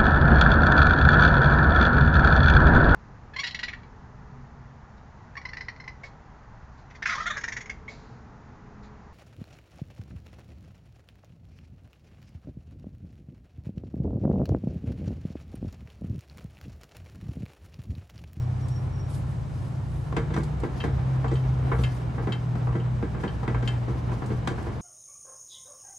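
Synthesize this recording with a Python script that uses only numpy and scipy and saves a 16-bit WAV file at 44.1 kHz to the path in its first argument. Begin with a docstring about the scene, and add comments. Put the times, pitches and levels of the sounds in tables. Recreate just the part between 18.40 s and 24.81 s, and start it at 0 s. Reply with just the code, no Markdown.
"""Rocking a loose front wheel

A car is up on a workshop lift, and gloved hands rock a front wheel back and forth. The gloves rub,
slide and tick on the tyre, with a few faint squeaks early on. The loose ball joint knocks in the
steering knuckle and the loose sway link clicks against its bracket. Behind them an engine drones
at a slowly wandering speed over the rumble of the shop."""
import sys
import numpy as np
from scipy import signal
from scipy.fft import rfft, irfft, next_fast_len
from scipy.io import wavfile

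SR = 44100
rng = np.random.default_rng(int(sys.argv[2]) if len(sys.argv) > 2 else 0)


def generate_wav(signal):
    """Clip the signal to [-1, 1] and save it as 16-bit WAV at the path in sys.argv[1]."""
    frames = np.transpose(np.atleast_2d(signal))
    scaled = np.clip(frames, -1, 1) * 32767
    pcm = np.round(scaled).astype(np.int16)
    wavfile.write(sys.argv[1], SR, pcm)


N = 282681
BANDS_HZ = np.geomspace(25, 12800, 25)


def from_db(db):
    """Decibels to gain."""
    return 10 ** (np.asarray(db) / 20)


def automation(rows):
    """Draw each column of a timed table as a curve, one value a sample."""
    times, *columns = np.transpose(rows)
    return [np.interp(np.arange(N) / SR, times, column) for column in columns]


def at_hz(points, hz):
    """Read a spectrum on a log-frequency axis."""
    point_hz, values = np.transpose(points)
    return np.interp(np.log(hz), np.log(point_hz), values)


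def drift(rate):
    """Random modulation with a spread of about 1, taking `rate` new values a second."""
    knots = rng.standard_normal(20000)
    return np.interp(np.arange(N) / SR * rate, np.arange(len(knots)), knots)


def swell(time, hold_s, db, rise_db_per_s, fall_db_per_s):
    """Envelope in dB that peaks at `time`, holds and fades."""
    t = np.arange(N) / SR
    return db - rise_db_per_s * np.maximum(time - t, 0) - fall_db_per_s * np.maximum(t - time - hold_s, 0)


def band_gains(spectrum):
    """Band EQ with this spectrum at unit power, rolling off 30 dB an octave past its ends."""
    octaves_outside = np.abs(np.log2(BANDS_HZ / np.clip(BANDS_HZ, spectrum[0][0], spectrum[-1][0])))
    gains = from_db(at_hz(spectrum, BANDS_HZ) - 30 * octaves_outside)
    widths = BANDS_HZ * np.log(BANDS_HZ[1] / BANDS_HZ[0])
    return gains / np.sqrt(np.sum(gains ** 2 * widths) * 4 / SR)


def stereo_noise(energy, image):
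    """Play band energies on noise; the image's correlation sets each band's mid/side mix."""
    half_band = np.sqrt(BANDS_HZ[1] / BANDS_HZ[0])
    white = rng.standard_normal((2, 2, N))
    out = np.zeros((2, N))
    for k, hz in enumerate(BANDS_HZ):
        bandpass = signal.butter(2, [hz / half_band, hz * half_band], "band", fs=SR, output="sos")
        mid, side = signal.sosfilt(bandpass, white[k % 2])
        correlation = np.clip(at_hz(image, hz), -1, 1)
        band = np.sqrt(1 + correlation) * mid + np.sqrt(1 - correlation) * side * [[1], [-1]]
        out += np.sqrt(energy[k]) * band
    return out


def bed(spectrum, level_db, flutter_db, rate):
    """Band energies of a sustained noise whose level flutters."""
    envelope = from_db(level_db + flutter_db * drift(rate))
    return np.outer(band_gains(spectrum) ** 2, envelope ** 2)


def impulses(times, sizes, lengths_s):
    """One push per contact, spread over its length."""
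    out = np.full(N + SR, 1e-18)
    for time, size, length_s in np.broadcast(times, sizes, lengths_s):
        start, count = max(round(time * SR), 0), max(round(length_s * SR), 1)
        out[start:start + count] += size / count
    return out[:N]


def decay(energy, t60):
    """Stored energy falls 60 dB in t60 seconds."""
    return signal.lfilter([1], [1, -np.exp(-np.log(1e6) / (t60 * SR))], energy)


def dense_modes(times, hit_db, spectrum, t60, damping, attack_s, room_db, room_t60, contact_s=0):
    """Band energies of many close modes: they build up, die sooner in the treble and leave a room tail."""
    out, smoothing = [], np.exp(-1 / (attack_s * SR))
    for hz, gain in zip(BANDS_HZ, band_gains(spectrum)):
        blows = impulses(times, (gain * from_db(hit_db(hz))) ** 2, contact_s)
        direct = decay(blows, t60 * (1000 / hz) ** damping)
        tail = from_db(room_db) ** 2 * decay(blows, room_t60)
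        out.append(signal.lfilter([1 - smoothing], [1, -smoothing], direct + tail))
    return np.array(out)


def ringing(times, hit_db, modes, scatter_db, slack_rad, width_rad, left_lead_rad):
    """Each contact strikes every mode with its own strength; a slack contact scatters their phases."""
    out, age = np.zeros((2, N + SR)), np.arange(SR // 4) / SR
    hz, level_db, t60 = np.transpose(modes)
    strike_db = np.array([hit_db(f) for f in hz]).T + level_db
    attack = 1 - np.exp(-age / .001)
    rings = np.exp(np.outer(2j * np.pi * hz - np.log(1000) / t60, age)) * attack
    # each mode reaches left and right at its own phase
    turn = np.exp(.5j * (left_lead_rad + width_rad * rng.normal(size=len(hz))))
    for time, mode_db in zip(times, strike_db):
        strength, phase = rng.normal(size=(2, len(hz)))
        strike = from_db(mode_db + scatter_db * strength) * np.exp(1j * slack_rad * phase)
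        start = max(round(time * SR), 0)
        out[:, start:start + len(age)] += (np.array([strike * turn, strike / turn]) @ rings).imag
    return out[:, :N]


def spectral_pan(x, balance):
    """Shift the left/right balance by frequency."""
    size = next_fast_len(N + SR // 10)
    hz = np.maximum(np.arange(size // 2 + 1) * SR / size, 1)
    gains = from_db(at_hz(balance, hz) * np.array([[.5], [-.5]]))
    return irfft(rfft(x, size) * gains, size)[:, :N]


# how hard the hands work the wheel, for rumble, rub and hiss: (time [s], level re steady rocking [dB])
EFFORT = [(0, -5.5), (1.62, -5.5), (2.1, -1), (2.6, 1), (3.1, 0.5), (3.4, 2), (4.1, -1.5), (4.6, -2),
          (5.2, 0.5), (6.41, 0.5)]
# low end of the rocking wheel: (frequency [Hz], density [dB])
WHEEL_RUMBLE = [(22, -16.5), (33, -7), (45, -6.5), (56, 10), (75, 8), (110, -11), (160, -3), (220, -30.5),
                (400, -42)]
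# room tone of the shop: (frequency [Hz], density [dB])
ROOM_TONE = [(25, -6), (40, -6.5), (60, 5), (85, 17), (120, 19.5), (160, 14), (215, 4.5), (420, -9),
             (720, -5.5), (1300, -15), (2300, -24), (5000, -30), (8400, -33.5), (11500, -44)]
# stereo image of the shop and the hands: (frequency [Hz], correlation [-1..1])
SHOP_IMAGE = [(60, 1), (130, 0.79), (280, 0.78), (590, 0.087), (1260, 0.13), (2710, 0.43), (5800, 0.52),
              (8500, 0.94), (12000, 1)]
def workshop():
    """The rocking wheel rumbles over the steady air of the shop."""
    effort_db, = automation(EFFORT)
    rumble = bed(WHEEL_RUMBLE, -36 + 0.89 * effort_db, flutter_db=3, rate=10)
    air = bed(ROOM_TONE, -35, flutter_db=1.1, rate=3.65)
    return stereo_noise(rumble + air, SHOP_IMAGE)


# the engine's main note, following its speed: (time [s], pitch [Hz], level [dB])
ENGINE_NOTE = [(0, 124.6, -27), (0.8, 125.8, -36), (1.7, 123.4, -36.5), (2.3, 130.3, -36.5),
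               (2.52, 131.4, -30), (2.75, 129.7, -25), (3.42, 127, -24.5), (3.68, 120.6, -33.5),
               (4.15, 122.2, -25.5), (4.52, 122.6, -27), (4.85, 121.6, -38.5), (5.25, 120.6, -27),
               (5.95, 121.1, -32.5), (6.41, 122.2, -37)]
# engine order an octave below that note: (time [s], level [dB])
HALF_ORDER = [(0, -43), (1.7, -41), (2.2, -36.5), (3.3, -34.5), (3.7, -44), (4.15, -43), (4.8, -35),
              (5.6, -40.5), (6.41, -61)]
# engine order at three quarters of its pitch: (time [s], level [dB])
THREE_QUARTER_ORDER = [(0, -31), (1.2, -39.5), (3.2, -40), (4.0, -58), (6.41, -55)]
# a second, weaker hum: (time [s], pitch [Hz], level [dB])
SIDE_HUM = [(0, 142.5, -79), (0.3, 139.7, -37), (1.5, 148.4, -38.5), (2.12, 148.9, -30), (2.45, 154, -56),
            (3.7, 159.9, -38), (4.6, 160.7, -38.5), (5.0, 159.8, -48)]
def engine():
    """Only the engine's low orders carry across the shop, wavering on the way; a hum sits beside them."""
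    hz, main_db = automation(ENGINE_NOTE)
    half_db, = automation(HALF_ORDER)
    three_quarter_db, = automation(THREE_QUARTER_ORDER)
    hum_hz, hum_db = automation(SIDE_HUM)
    phase = 2 * np.pi * np.cumsum(hz) / SR
    waver_db, waver_rad = 1.3 * drift(rate=12), .3 * drift(rate=12)
    drone = from_db(main_db + waver_db) * np.sin(phase + waver_rad)
    drone += from_db(half_db) * np.sin(phase / 2 + 0.13 * drift(rate=11))
    drone += from_db(three_quarter_db) * np.sin(phase * 3 / 4)
    hum = from_db(hum_db) * np.sin(2 * np.pi * np.cumsum(hum_hz) / SR)
    return np.sqrt(2) * (drone + hum) * from_db([[.25], [-.25]])


# body of the gloves rubbing on the tyre: (frequency [Hz], density [dB])
RUB_TONE = [(110, -18), (180, -3), (246, 4), (269, -5.5), (377, -4.5), (515, -7), (579, -9), (626, -19.5),
            (750, -6), (4000, -33), (5200, -54.5), (8800, -120)]
# hiss on top of the rub: (frequency [Hz], density [dB])
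HISS_TONE = [(1500, -10), (2500, -2.5), (2900, -13), (5500, -0.5), (7600, -23.5), (9500, -7.5),
             (11000, -17), (12000, -37)]
# light ticks of glove and rubber: (time [s], level [dB])
TICKS = [(0.283, -55.5), (1.983, -56), (2.033, -53), (2.199, -58), (2.937, -58), (5.859, -55.5),
         (6.225, -59.5)]
# colour of a tick: (frequency [Hz], density [dB])
TICK_TONE = [(1500, -22), (4000, 7), (6000, -2), (8300, 6.5), (10000, 1), (12000, -21)]
# a glove slides on the tread: (peak time [s], level [dB], swell [dB/s], fade [dB/s])
SLIDES = [(0.43, -68, 40, 60), (0.705, -53.5, 550, 200), (0.745, -50, 400, 190), (0.905, -62, 150, 150),
          (1.26, -63.5, 38, 100), (1.56, -62, 80, 48), (3.425, -55.5, 92, 220), (3.548, -58, 450, 165)]
# bright swish of a slide: (frequency [Hz], density [dB])
SLIDE_TONE = [(2500, -2), (4500, 0), (7000, -4), (9000, -0.5), (11300, 10.5), (12600, -9.5)]
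def hands():
    """Gloves tick, rub and slide on the tyre; the rub and its hiss ride the effort."""
    effort_db, = automation(EFFORT)
    tick_times, tick_db = np.transpose(TICKS)
    ticks = dense_modes(tick_times, lambda hz: tick_db + 7, TICK_TONE, t60=0.06, damping=0.068,
                        attack_s=0.0015, room_db=-12.5, room_t60=0.36)
    rub = bed(RUB_TONE, -40 + effort_db, flutter_db=1.3, rate=37)
    hiss = bed(HISS_TONE, -63.5 + 0.99 * effort_db, flutter_db=3.5, rate=42)
    slide_db = np.max([swell(time, 0, db, rise, fall) for time, db, rise, fall in SLIDES], axis=0)
    slides = bed(SLIDE_TONE, slide_db, flutter_db=1.2, rate=190)
    return stereo_noise(ticks + rub + hiss + slides, SHOP_IMAGE)


# faint, high squeaks: (time [s], hold [s], level [dB], flutter [dB])
SQUEAKS = [(0, .04, -68, -2), (.233, 0.013, -63, -2), (.318, .035, -61, 3), (0.365, 0.015, -58, 3.5),
           (0.547, 0.14, -67, 5.5), (0.574, 0.046, -61.5, 6.5)]
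def squeaks():
    """A thin whistle in short bursts, smooth at first, then stuttering."""
    pitch_hz, wobble_hz, fade_db_per_s = 5600, 45, 500
    flutter = drift(rate=128.4)
    bursts_db = [swell(time, hold_s, db, fade_db_per_s, fade_db_per_s) + flutter_db * flutter
                 for time, hold_s, db, flutter_db in SQUEAKS]
    envelope = from_db(np.max(bursts_db, axis=0))
    phase = 2 * np.pi * np.cumsum(pitch_hz + wobble_hz * drift(rate=300)) / SR
    return np.sqrt(2) * envelope * np.sin(phase + np.array([[.3], [-.3]]))


# ball joint hits; thud, clank, crack and snap are trims on the level:
# (time [s], level [dB], thud [dB], clank [dB], crack [dB], snap [dB], contact length [s])
KNOCKS = [(1.7238, -34, -4.5, -15, -38, 10, 0.00207), (1.765, -24, -2, -4, -28.5, 3, 0.0021),
          (1.904, -39, 4.5, -4, -28, -2, 0.0025), (1.937, -36.5, -0.5, -2, -19.5, 4, 0.0065),
          (1.963, -28.5, 0, -10.5, -33, 6, .002), (1.972, -30, 0.5, -10, -37, 6, 0.0039),
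          (2.003, -40, 2, -8, -25, 2, 0.0041), (2.233, -31, 2, -7, -33.5, 3, 0.00406),
          (2.438, -27.5, 1.5, -7, -29.5, -0.5, 0.0019), (2.842, -21.5, -13.5, -17.5, -43, -2, .002),
          (2.91, -29.5, 2, -13, -29, -5, 0.0063), (3.316, -19.5, -13.5, -10.5, -49, -2, 0.00199),
          (3.384, -36, 6.5, -10, -19, -10, 0.007), (3.779, -26.5, -9.5, -13.5, -49, -6, 0.00297),
          (3.87, -26, -2.5, -10, -39, -4, 0.0028), (4.153, -35, -0.5, -12.5, -37, 7.5, 0.0022),
          (4.27, -27.5, -10, -15, -48, 0.5, 0.00198), (4.324, -39.5, -2, -8, -28, -2, .003),
          (4.35, -29, 1, -12.5, -35, -3, 0.00391), (4.625, -32.5, 3, -9, -37, 3.5, 0.0029),
          (4.746, -34, -5, -11, -51, 3, 0.0028), (4.801, -40, -2, -6, -26, -2, 0.0024),
          (4.833, -26.5, -0.5, -8, -33.5, 1, 0.0056), (5.03, -27.5, -16, -19.5, -43, 4.5, .002),
          (5.076, -27, -4.5, -7, -33, 0, 0.0031), (5.144, -30.5, -4.5, -3, -38, 2, 0.003946),
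          (5.224, -33.5, 1, -5, -29, 0, 0.0044), (5.476, -34, 2, -8, -35, -8, 0.0098),
          (5.542, -40, 3, -18, -42, -8, 0.0061), (5.715, -27.5, -10, -17.5, -39, 2, 0.0028),
          (5.819, -30, -9, -14, -51, 4.5, 0.0028), (5.9, -32.5, 4, -7.5, -37, -5, 0.0062),
          (5.918, -39, -1, -17, -27, 4, 0.0052), (6.073, -25, -6.5, -6.5, -23.5, 5, 0.0018),
          (6.108, -34, 2.5, -11, -42, 4, 0.0045), (6.175, -29.5, -11, -9, -45, -9, .011),
          (6.265, -35, 1.5, -7.5, -39, -1, .007)]
# dense, short-lived modes of a knock: (frequency [Hz], density [dB])
KNOCK_TONE = [(130, 8.5), (240, 0), (380, 6.5), (560, -9), (900, -6.5), (1400, -8), (2000, -10),
              (2600, -15), (3500, -3.5), (5500, -6.5), (8500, -7), (12000, -25.5)]
# ring of knuckle, control arm and rim: (frequency [Hz], level [dB], t60 [s])
KNUCKLE_MODES = [(202.6, -2, 0.21), (242, -4.5, 0.13), (302.5, -2.5, 0.14), (341.3, -1.5, 0.14),
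                 (395, -8.5, 0.091), (459.6, -2.5, 0.2), (780, -10.5, 0.14), (1004, -8.5, 0.081),
                 (1055, -10.5, 0.068), (1153, -10, 0.3), (1320, -14.5, 0.36), (1430, -17.5, 0.21),
                 (1509, -2, 0.092), (1595, -8, 0.28), (1716, -11, 0.37), (1975, -7, 0.2),
                 (2090, -12.5, 0.18), (2169, -9, .17), (2210, -9, 0.21), (2530, -8, 0.11), (2700, -5, 0.1),
                 (3140, -6, 0.19), (3150, -2.5, .14), (3420, -6, 0.092), (3620, -2.5, 0.13),
                 (4620, -4, 0.17), (4720, 0.5, 0.17), (5850, 3, 0.12)]
# panning of the knocks: (frequency [Hz], left minus right [dB])
KNOCK_PAN = [(120, 3.5), (320, -2.5), (700, 2), (1700, 0.5), (3000, 3), (8000, 1.5)]
# stereo image of the knocks and clicks: (frequency [Hz], correlation [-1..1])
SUSPENSION_IMAGE = [(130, 0.84), (330, 1), (700, 0.34), (1700, 0.42), (3000, 0.23), (6000, 0.85),
                    (8500, 0.68), (12000, .85)]
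def ball_joint():
    """The stud snaps across its play, then the knuckle, arm and wheel take up the blow and ring."""
    times, level_db, thud_db, clank_db, crack_db, snap_db, contact_s = np.transpose(KNOCKS)
    hit_eqs = [[(330, thud), (850, 0), (1900, clank), (4500, crack)]
               for thud, clank, crack in zip(thud_db, clank_db, crack_db)]
    hit_db = lambda hz: level_db + np.array([at_hz(eq, hz) for eq in hit_eqs])
    # the heavy low modes are slow to start and take little part in the snap
    transient_db = lambda hz: hit_db(hz) + snap_db + np.interp(hz, [400, 850], [-8, 4])
    snap = dense_modes(times, transient_db, KNOCK_TONE, t60=.028, damping=0.16,
                       attack_s=.0008, room_db=-36, room_t60=.3, contact_s=contact_s)
    body = dense_modes(times, hit_db, KNOCK_TONE, t60=0.073, damping=0.3,
                       attack_s=0.0097, room_db=-10, room_t60=0.34, contact_s=contact_s)
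    ring = ringing(times + contact_s / 2, hit_db, KNUCKLE_MODES,
                   scatter_db=2.8, slack_rad=1.93, width_rad=1, left_lead_rad=-0.1)
    knocks = from_db(8) * stereo_noise(snap + body, SUSPENSION_IMAGE) + from_db(-2) * ring
    return spectral_pan(knocks, KNOCK_PAN)


# sway link hits; treble and ping are trims on the level: (time [s], level [dB], treble [dB], ping [dB])
CLICKS = [(2.4027, -29.5, -34, 8), (2.88, -39.5, -18.5, -11), (2.9552, -37.5, -27, 0),
          (3.436, -26, -24.5, 3), (3.9216, -27.5, -24.5, 1), (4.3984, -45, -28, 14), (4.8782, -35, -32, 4),
          (5.2755, -24.5, -21, 3)]
# dense, short-lived modes of a click: (frequency [Hz], density [dB])
CLICK_TONE = [(700, -10.5), (1700, -7), (2300, -8), (3000, -3), (3600, -8.5), (4500, -5.5), (5700, 2.5),
              (7200, 8), (9500, 1), (12000, -15)]
# ring of the link: (frequency [Hz], level [dB], t60 [s])
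LINK_MODES = [(1630, -21.5, 0.11), (1700, -20, 0.34), (2096, -23.5, 0.28), (2660, -5.5, 0.15),
              (2900, -10, 0.083), (3000, -0.5, 0.041), (3070, -13, 0.23), (3133, -2.5, 0.14),
              (3200, -4.5, 0.071), (3570, -15, 0.072), (3870, -11, 0.095), (4420, -11, 0.075),
              (4560, -12.5, 0.085), (6556, -9, 0.062), (7100, 8, 0.078), (7500, -2, 0.059)]
def sway_link():
    """The loose link snaps against its bracket: a dull clack and a short bright ring of beating modes."""
    times, level_db, treble_db, ping_db = np.transpose(CLICKS)
    clack_db = lambda hz: np.interp(hz, [2000, 2700], [8.5, 0])
    hit_db = lambda hz: level_db + treble_db * np.interp(hz, [4300, 6000], [0, 1]) + clack_db(hz)
    ping_hz, ping_width_hz = 2900, 49   # this mode's strength depends on where the link strikes
    mode_db = lambda hz: hit_db(hz) + ping_db * np.exp(-((hz - ping_hz) / ping_width_hz) ** 2)
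    body = dense_modes(times, hit_db, CLICK_TONE, t60=0.17, damping=0.4,
                       attack_s=0.0005, room_db=-12, room_t60=0.49)
    ring = ringing(times, mode_db, LINK_MODES,
                   scatter_db=2, slack_rad=0.7, width_rad=0.25, left_lead_rad=1)
    clicks = from_db(-2) * stereo_noise(body, SUSPENSION_IMAGE) + from_db(-6) * ring
    return clicks * from_db([[1.6], [-1.6]])   # a little left of centre


def scene():
    """Suspension and hands up front, shop and engine behind."""
    return ball_joint() + sway_link() + hands() + squeaks() + workshop() + engine()


def record(dry):
    """The left microphone port turns the phase around its resonance; a steep low-pass trims the top."""
    port_hz, port_width_hz, cutoff_hz = 10090, 1840, 11750
    radius, angle = np.exp(-np.pi * port_width_hz / SR), 2 * np.pi * port_hz / SR
    poles = np.array([1, -2 * radius * np.cos(angle), radius ** 2])
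    left = signal.lfilter(poles[::-1], poles, dry[0])   # all-pass
    lowpass = signal.ellip(10, .2, 80, cutoff_hz, fs=SR, output="sos")
    return signal.sosfilt(lowpass, np.array([left, dry[1]]))


dry = scene()
out = record(dry)
generate_wav(out)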